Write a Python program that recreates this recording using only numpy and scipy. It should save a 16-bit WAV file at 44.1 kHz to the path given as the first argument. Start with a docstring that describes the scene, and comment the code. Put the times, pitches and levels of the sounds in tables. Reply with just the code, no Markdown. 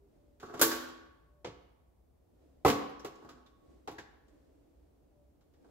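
"""An engine hanging from a hoist chain is rocked by hand over a tractor frame in a workshop.
The chain slips and snaps taut with a bright clank; later the engine's base bumps the frame heavily.
Blows are short-lived noise plus damped sines, with lighter knocks and link clicks between them.
A diffuse noise tail is the room; dull scuffs, faint wavering tones and a low rumble are shaped noise
and swelling sines."""
import sys
import numpy as np
from scipy import signal
from scipy.fft import rfft, irfft
from scipy.io import wavfile
from scipy.ndimage import uniform_filter1d

SR = 44100
rng = np.random.default_rng(int(sys.argv[2]) if len(sys.argv) > 2 else 0)


def wav_record(signal):
    """Record a signal, one row per channel, as 16-bit PCM in the file named by sys.argv[1]."""
    frames = np.transpose(np.atleast_2d(signal))
    bounded = np.clip(frames, -1, 1)
    # unit amplitude maps onto the largest positive 16-bit level
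    quanta = np.round(bounded * 32767).astype(np.int16)
    wavfile.write(sys.argv[1], SR, quanta)


N = 251370

# Left-right likeness of close sound. Each row: frequency in Hz, likeness [-1..1].
NEAR_ALIKE = [(100, 1), (500, .9), (1200, 0.41), (3000, 0.45), (12000, 0.26)]
# Left-right likeness of diffuse sound. Each row: frequency in Hz, likeness [-1..1].
FAR_ALIKE = [(60, 0.824), (150, .93), (300, 0.094), (640, 0), (1400, 0.164), (15000, 0.044)]
CLICK_SEND_DB = -8  # room send of link clicks and creep ticks


def amp(db):
    """Decibels to amplitude factor."""
    return 10 ** (np.asarray(db) / 20)


def evened(x):
    """Scales to unit RMS."""
    return x / np.sqrt(np.mean(x ** 2) + 1e-20)


def read(points, hz):
    """Interpolates (Hz, value) points on a log-frequency axis."""
    point_hz, value = np.transpose(points)
    return np.interp(np.log(hz + 1), np.log(point_hz + 1), value)


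def add(mix, start_s, sound):
    """Adds a sound at its start time, cut at the end of the mix."""
    part = mix[:, round(start_s * SR):][:, :sound.shape[1]]
    part += sound[:, :part.shape[1]]


def noise(spectrum, alike, size):
    """Coloured noise of unit RMS at two microphones, partly alike."""
    hz = np.fft.rfftfreq(size, 1 / SR)
    mid, side = rfft(rng.standard_normal((2, size)))
    same = np.clip(read(alike, hz), -1, 1)
    mid = mid * np.sqrt(1 + same)
    side = side * np.sqrt(1 - same)
    pair = np.array([mid + side, mid - side])
    return evened(irfft(pair * amp(read(spectrum, hz)), size))


def die_away(x, t60_s):
    """Lets each frequency decay at its own speed."""
    hz, t, z = signal.stft(x, SR, nperseg=256)
    fade = amp(-60 * t / read(t60_s, hz)[:, None])
    return signal.istft(z * fade, SR, nperseg=256)[1][:, :x.shape[1]]


def ring(hz, db, t60_s, size):
    """Damped sines starting with the blow; left-right likeness sets their phase gap at the microphones."""
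    t = np.arange(size) / SR
    sign = (-1) ** np.arange(len(hz))  # neighbouring modes swing opposite ways
    likeness = np.clip(read(NEAR_ALIKE, hz), -1, 1)
    half_gap = rng.choice([-1, 1], len(hz)) * np.arccos(likeness) / 2
    angle = (2 * np.pi * hz[:, None] * t).astype(np.float32)
    decay = np.exp((-np.log(1000) * t / t60_s[:, None]).astype(np.float32))
    fade = (sign * amp(db))[:, None] * decay
    mid = np.cos(half_gap) @ (fade * np.sin(angle))
    side = np.sin(half_gap) @ (fade * np.cos(angle))
    return np.array([mid + side, mid - side])


def clanks(wet_db=-4, left_lag_samples=4):
    """Every blow and creep tick, heard directly (later at the left) and through the room."""
    direct, sent = np.zeros((2, 2, N))
    links = chain_ring(size=18000)
    for start_s, send_db, contact in contacts():
        sound = blow(links, **contact)
        add(direct, start_s, sound)
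        add(sent, start_s, amp(send_db) * sound)
    creep_start_s = 0.395
    slips = creep(links, creep_start_s)
    add(direct, creep_start_s, slips)
    add(sent, creep_start_s, amp(CLICK_SEND_DB) * slips)
    direct[0] = np.roll(direct[0], left_lag_samples)
    return direct + amp(wet_db) * workshop(sent)


def contacts():
    """Yields start, room send and strike of each contact; harder blows ring more, weightier ones chatter longer."""
    # Hard steel-on-steel hits and rebounds. Each row: start in seconds, body (250-1300 Hz) level in dB,
    # thump, clash and sparkle in dB re body, place (0 chain .. 1 base),
    # pitch of the struck part in Hz, its knock in dB re body before the blow's part trim.
    hard_hits = [ (0.594, -41, -20, -0.5, -1.5, 0.33, 360, 5), (0.6132, -24.5, -16, -1, 4.5, 0, 1350, -13),
                 (0.6197, -37, -12, 6, 10.5, 0.12, 400, -2),
                 (0.7131, -39.5, -11, 1.5, -9, 0.03, 1400, -0.5), (1.4449, -41.5, -14, -5, -36, .8, 480, 3),
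                 (1.467, -49, -2, -7, -30, .9, 440, 3), (2.648, -20, -12, -11.5, -24.5, 1, 1106, -3),
                 (2.660, -29.5, -1, -4.5, -10.5, 0.88, 455, 7.5), (2.678, -35, -4, 3, -4.5, 0.58, 140, 0),
                 (2.698, -36.5, -9, 2, -6, 0.68, 255, 5), (3.046, -40, -11.5, -8, -16.5, 0.6, 446, 2),
                 (3.8745, -41.5, -13, -8, -22, 0.64, 812, 1), (3.911, -52.5, -4.5, -8, -14, .7, 319, 2.5),
                 (3.9824, -49.5, -8, -2.5, -19.5, 0.48, 1700, 5.5)]
    # Dull nudges as the load shifts. Each row: start in seconds, body level in dB, struck part's pitch in Hz.
    load_nudges = [(0.426, -44.5, 1300), (0.494, -53, 350), (0.537, -42.5, 423), (3.221, -58, 892),
                   (3.245, -55, 145), (5.642, -66, 700)]
    # Light clicks of single links. Each row: start in seconds, body level in dB, link pitch in Hz,
    # its knock in dB re body before the blow's part trim.
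    link_clicks = [(0.398, -62, 1520, -15), (0.885, -60, 1129, -5), (2.891, -72, 11400, 0),
                   (2.994, -62, 5600, 4), (3.154, -67, 1000, -10), (3.289, -58, 1223, 6),
                   (3.461, -70, 3600, 4), (4.281, -79, 7173, 1), (5.408, -80, 305, 2), (5.536, -79, 438, 1)]
    chain_send_db, base_send_db = -8, -11.5  # the chain hangs in the open, the frame screens the base
    full_blow_db, full_ring_db, ring_db_per_db = -22, -1, 0.5
    chatter_s_at_0_db, chatter_growth = 0.006, 0.8  # dB of chatter time per dB of thump
    nudge_send_db = -1
    nudge = dict(thump_db=-8, clash_db=-16, sparkle_db=-27, chatter_s=0.004, place=0.3, ring_db=-4, knock_db=-4)
    click = dict(thump_db=-7, clash_db=0.5, sparkle_db=-13, chatter_s=0.0025, place=0.35, ring_db=-1)

    for start_s, body_db, thump_db, clash_db, sparkle_db, place, knock_hz, knock_db in hard_hits:
        send_db = chain_send_db + place * (base_send_db - chain_send_db)
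        chatter_s = chatter_s_at_0_db * amp(chatter_growth * thump_db)
        ring_db = full_ring_db + ring_db_per_db * (body_db - full_blow_db)
        yield start_s, send_db, dict(
            body_db=body_db, thump_db=thump_db, clash_db=clash_db, sparkle_db=sparkle_db,
            chatter_s=chatter_s, place=place, ring_db=ring_db, knock_hz=knock_hz, knock_db=knock_db)
    for start_s, body_db, knock_hz in load_nudges:
        yield start_s, nudge_send_db, dict(nudge, body_db=body_db, knock_hz=knock_hz)
    for start_s, body_db, knock_hz, knock_db in link_clicks:
        yield start_s, CLICK_SEND_DB, dict(click, body_db=body_db, knock_hz=knock_hz, knock_db=knock_db)


def blow(links, body_db, thump_db, clash_db, sparkle_db, chatter_s, place, ring_db, knock_hz, knock_db,
         engine_db=-9, links_db=-19, links_at_base_db=-20, part_db=-3, size=50000):
    """Steel meets steel: a crowd of short modes builds while the parts chatter, a few strong modes sing on."""
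    # Modes of the engine and its sheet-metal covers, one column a mode. Rows: frequency in Hz,
    # relative level in dB when pulled at the chain, same when struck at the base, T60 in seconds.
    engine_modes = [ (78, 139, 203, 253, 285.5, 333, 415, 443, 452.5, 508, 538, 705, 885, 897, 1108, 1120, 1164, 1256, 1488, 2010),
                    (-28.5, -18, -36.5, -6.5, -16.5, 1, -5.5, -3.5, -15.5, -18.5, -13.5, -22.5, -14.5, -20.5, -38, -5, -16, -13.5, -10.5, -19.5),
                    (-3.5, 0, -9.5, -17, 0, -13.5, -0.5, -18, 1.5, -1.5, -10.5, -4, -21, -10.5, -29, 0, -10.5, -24, -24.5, -7),
                    (0.0944, 0.4131, 0.7552, 0.64, 0.5774, .6, 0.4187, .5, 0.3559, 0.3249, 0.7, 0.397, .5, .4, 3.5, 0.5861, .5, 0.2, .5, 0.2034)]
    # Spectrum of the short-lived modes. Each row: frequency in Hz,
    # relative density in dB per Hz at the chain, same at the base.
    crowd_spectrum = [(39.967, -28.5, -26.5), (86.4, -14, -5.5), (189, -14, -9), (400, 0.5, 5),
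                      (502, -7, 5.5), (610, -11.5, -9), (694.4, -13, 3.5), (1065, -10, -5.5),
                      (1555, -2.5, -16), (2106, -17, -14.5), (3300, -14, -20), (7670, -16, -30),
                      (8340, -28, -40.5), (11800, -19.5, -37.5)]
    # Decay of the short-lived modes. Each row: frequency in Hz, T60 in seconds.
    crowd_t60_s = [(60, 0.28), (400, 0.14), (1200, 0.16), (4000, 0.19), (14000, 0.15)]
    t = np.arange(size) / SR
    place = np.clip(place, 0, 1)

    hz, chain_db, base_db, t60_s = np.array(engine_modes)
    mode_db = (1 - place) * chain_db + place * base_db
    sound = amp(ring_db + engine_db) * ring(hz, mode_db, t60_s, size)
    # a blow at the base hardly shakes the chain
    add(sound, 0, amp(ring_db + links_db + links_at_base_db * place) * links)
    spectrum = [(f, (1 - place) * chain + place * base) for f, chain, base in crowd_spectrum]
    add(sound, 0, die_away(noise(spectrum, NEAR_ALIKE, size=16384), crowd_t60_s))

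    build = np.minimum(t / max(chatter_s, 1 / SR), 1)
    sound = weigh(build * sound, body_db + np.array([thump_db, 0, clash_db, sparkle_db]))
    part = amp(body_db + knock_db + part_db) * knock(knock_hz, size=8000)
    add(sound, 0, part * build[:part.shape[1]])
    return sound


def weigh(x, band_db, size=900):
    """Contact hardness sets how strongly each band is driven: RMS over the first `size` samples."""
    # Band edges between thump, body, clash and sparkle. Each entry: frequency in Hz.
    edges_hz = [250, 1300, 8000]
    out = 0
    for edge_hz, db in zip([*edges_hz, None], band_db):
        band = x
        if edge_hz:
            band = signal.sosfilt(signal.butter(3, edge_hz, fs=SR, output="sos"), x)
            x = signal.sosfilt(signal.butter(3, edge_hz, "high", fs=SR, output="sos"), x)
        out = out + band * amp(db) / np.sqrt(np.mean(band[:, :size] ** 2))
    return out


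def knock(hz, size, t60_s=0.097, width=1.3):
    """The struck part answers with a tight cluster of quickly damped modes, as decaying narrow noise."""
    cluster = [(hz / width ** 2, -70), (hz / width, -20), (hz, 0), (hz * width, -20), (hz * width ** 2, -70)]
    decay = np.exp(-np.log(1000) * np.arange(size) / SR / t60_s)
    sound = noise(cluster, NEAR_ALIKE, size) * decay
    return sound / np.sqrt(np.mean(sound[:, :SR // 50] ** 2))  # unit RMS over the first 20 ms


def chain_ring(size, crowd_db=-15, crowd_t60_s=0.23, count=160):
    """Each link has slightly different modes: a few stand out of a dense shimmer."""
    # Modes of the links and hook, one column a mode. Rows: frequency in Hz, relative level in dB,
    # T60 in seconds.
    link_modes = [ (3224, 3780, 4522, 5310, 6991, 7494, 9480, 11410, 12165, 12320, 13078, 14068, 15080),
                  (-2.5, -9, -5, 0, 4, -9, -10, -14, 1, 0.5, -3.5, -4, -6.5),
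                  (0.2453, 0.42, 0.01, 0.3628, .24, 0.06, 0.0158, 0.2661, .22, 0.1472, 0.1944, 0.1453, .16)]
    hz = rng.uniform(2000, 15500, count)
    db = crowd_db + 3 * rng.standard_normal(count)
    strong = ring(*np.array(link_modes), size)
    shimmer = ring(hz, db, crowd_t60_s * rng.uniform(.6, 1.4, count), size)
    return strong + shimmer


def creep(links, start_s, end_s=0.6):
    """Links creep over the hook ever harder before the chain snaps taut: random tiny slips, each a faint tick."""
    slips_per_s, growth_db_per_s, spread_db = 200, 20, 4
    tick = blow(links, body_db=-69, thump_db=-10, clash_db=1, sparkle_db=-11, chatter_s=0.001,
                place=0.3, ring_db=-8, knock_hz=3200, knock_db=-4)
    t = np.arange(start_s, end_s, 1 / SR) - end_s
    chance = rng.random(SR)[:len(t)]
    strength = rng.standard_normal(SR)[:len(t)]
    slips = (chance < slips_per_s / SR) * amp(growth_db_per_s * t + spread_db * strength)
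    return signal.fftconvolve(slips[None], tick, axes=1)


def workshop(x, swell_s=0.037):
    """Shelves and walls scatter the sound into a tail that swells and dies, the middle range lasting longest."""
    # Tail colour. Each row: frequency in Hz, relative level in dB.
    tail_spectrum = [(60, -7.5), (300, -3), (1500, -2), (6000, -2.5), (9000, -3.5), (15000, -4)]
    # Tail decay. Each row: frequency in Hz, T60 in seconds.
    tail_t60_s = [(60, 0.55), (300, .8), (1200, .88), (3000, .78), (6500, 0.54), (9000, 0.45), (15000, .41)]
    t = np.arange(SR) / SR
    swell = 1 - np.exp(-(t / swell_s) ** 2)
    tail = die_away(noise(tail_spectrum, FAR_ALIKE, SR), tail_t60_s) * swell
    return signal.fftconvolve(x, tail / np.linalg.norm(tail[0]), axes=1)[:, :N]


def scuffing(rise_s=0.12):
    """The engine scuffs on the frame: dull noise swells with each sway and fades as it settles."""
    # Sways. 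Each row: time of the top in seconds, level there in dB, time to fade by 1/e in seconds.
    sways = [(0.15, -68, 0.4), (0.75, -56.5, 0.2), (2.43, -66, 0.4), (3.25, -59.5, 0.15), (3.72, -61, 0.17),
             (4.33, -65, 0.8), (5.68, -63, 0.3)]
    # Scuff colour. Each row: frequency in Hz, relative density in dB per Hz.
    scuff_spectrum = [(100, -24), (220, -11.5), (295, 1.5), (370, -8), (460, -8), (620, -12), (900, -25.5),
                      (2000, -33), (8000, -40), (16000, -61.5)]
    t = np.arange(N) / SR
    swells = [amp(db) * np.exp(-np.maximum((top_s - t) / rise_s, (t - top_s) / fade_s))
              for top_s, db, fade_s in sways]
    return np.linalg.norm(swells, axis=0) * noise(scuff_spectrum, FAR_ALIKE, N)


def faint_tones():
    """Now and then a soft sine of slightly wavering pitch swells and fades."""
    # Tones. Each row: time of the top in seconds, time from top to 1/e in seconds, mean pitch in Hz,
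    # peak level in dB.
    tones = [(0.042, 0.033, 400, -62.5), (0.295, 0.118, 585, -72.5), (1.393, 0.096, 590, -70.5),
             (5.211, 0.0774, 590, -68.5)]
    t = np.arange(N) / SR
    waver = evened(uniform_filter1d(rng.standard_normal(N), size=2000))
    warped_s = np.cumsum(1 + 0.0073 * waver) / SR  # 0.73 % RMS pitch waver
    return sum(amp(db) * np.exp(-((t - top_s) / half_s) ** 2) * np.sin(2 * np.pi * hz * warped_s)
               for top_s, half_s, hz, db in tones)


def rumble(level_db=-66.5):
    """Steady low background noise."""
    # Rumble colour. Each row: frequency in Hz, relative density in dB per Hz.
    rumble_spectrum = [(20, -26.5), (40, -11), (62, 2), (107, -16.5), (142, -13), (193, -19.5),
                       (300, -16.5), (450, -20), (700, -23), (1100, -33.5), (1600, -41.5), (3000, -46),
                       (8000, -48), (15000, -45.5)]
    return amp(level_db) * noise(rumble_spectrum, FAR_ALIKE, N)


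def scene(right_db=0.4171):
    """The engine hangs a little to the right, over the background."""
    background = rumble() + faint_tones()
    engine = clanks() + scuffing()
    return engine * amp([[-right_db], [right_db]]) + background


def record(dry, edge_hz=15750):
    """Band limit: a linear-phase lowpass."""
    lowpass = signal.firwin(511, edge_hz, window=("kaiser", 9), fs=SR)
    return signal.oaconvolve(dry, lowpass[None], "same")


dry = scene()
out = record(dry)
wav_record(out)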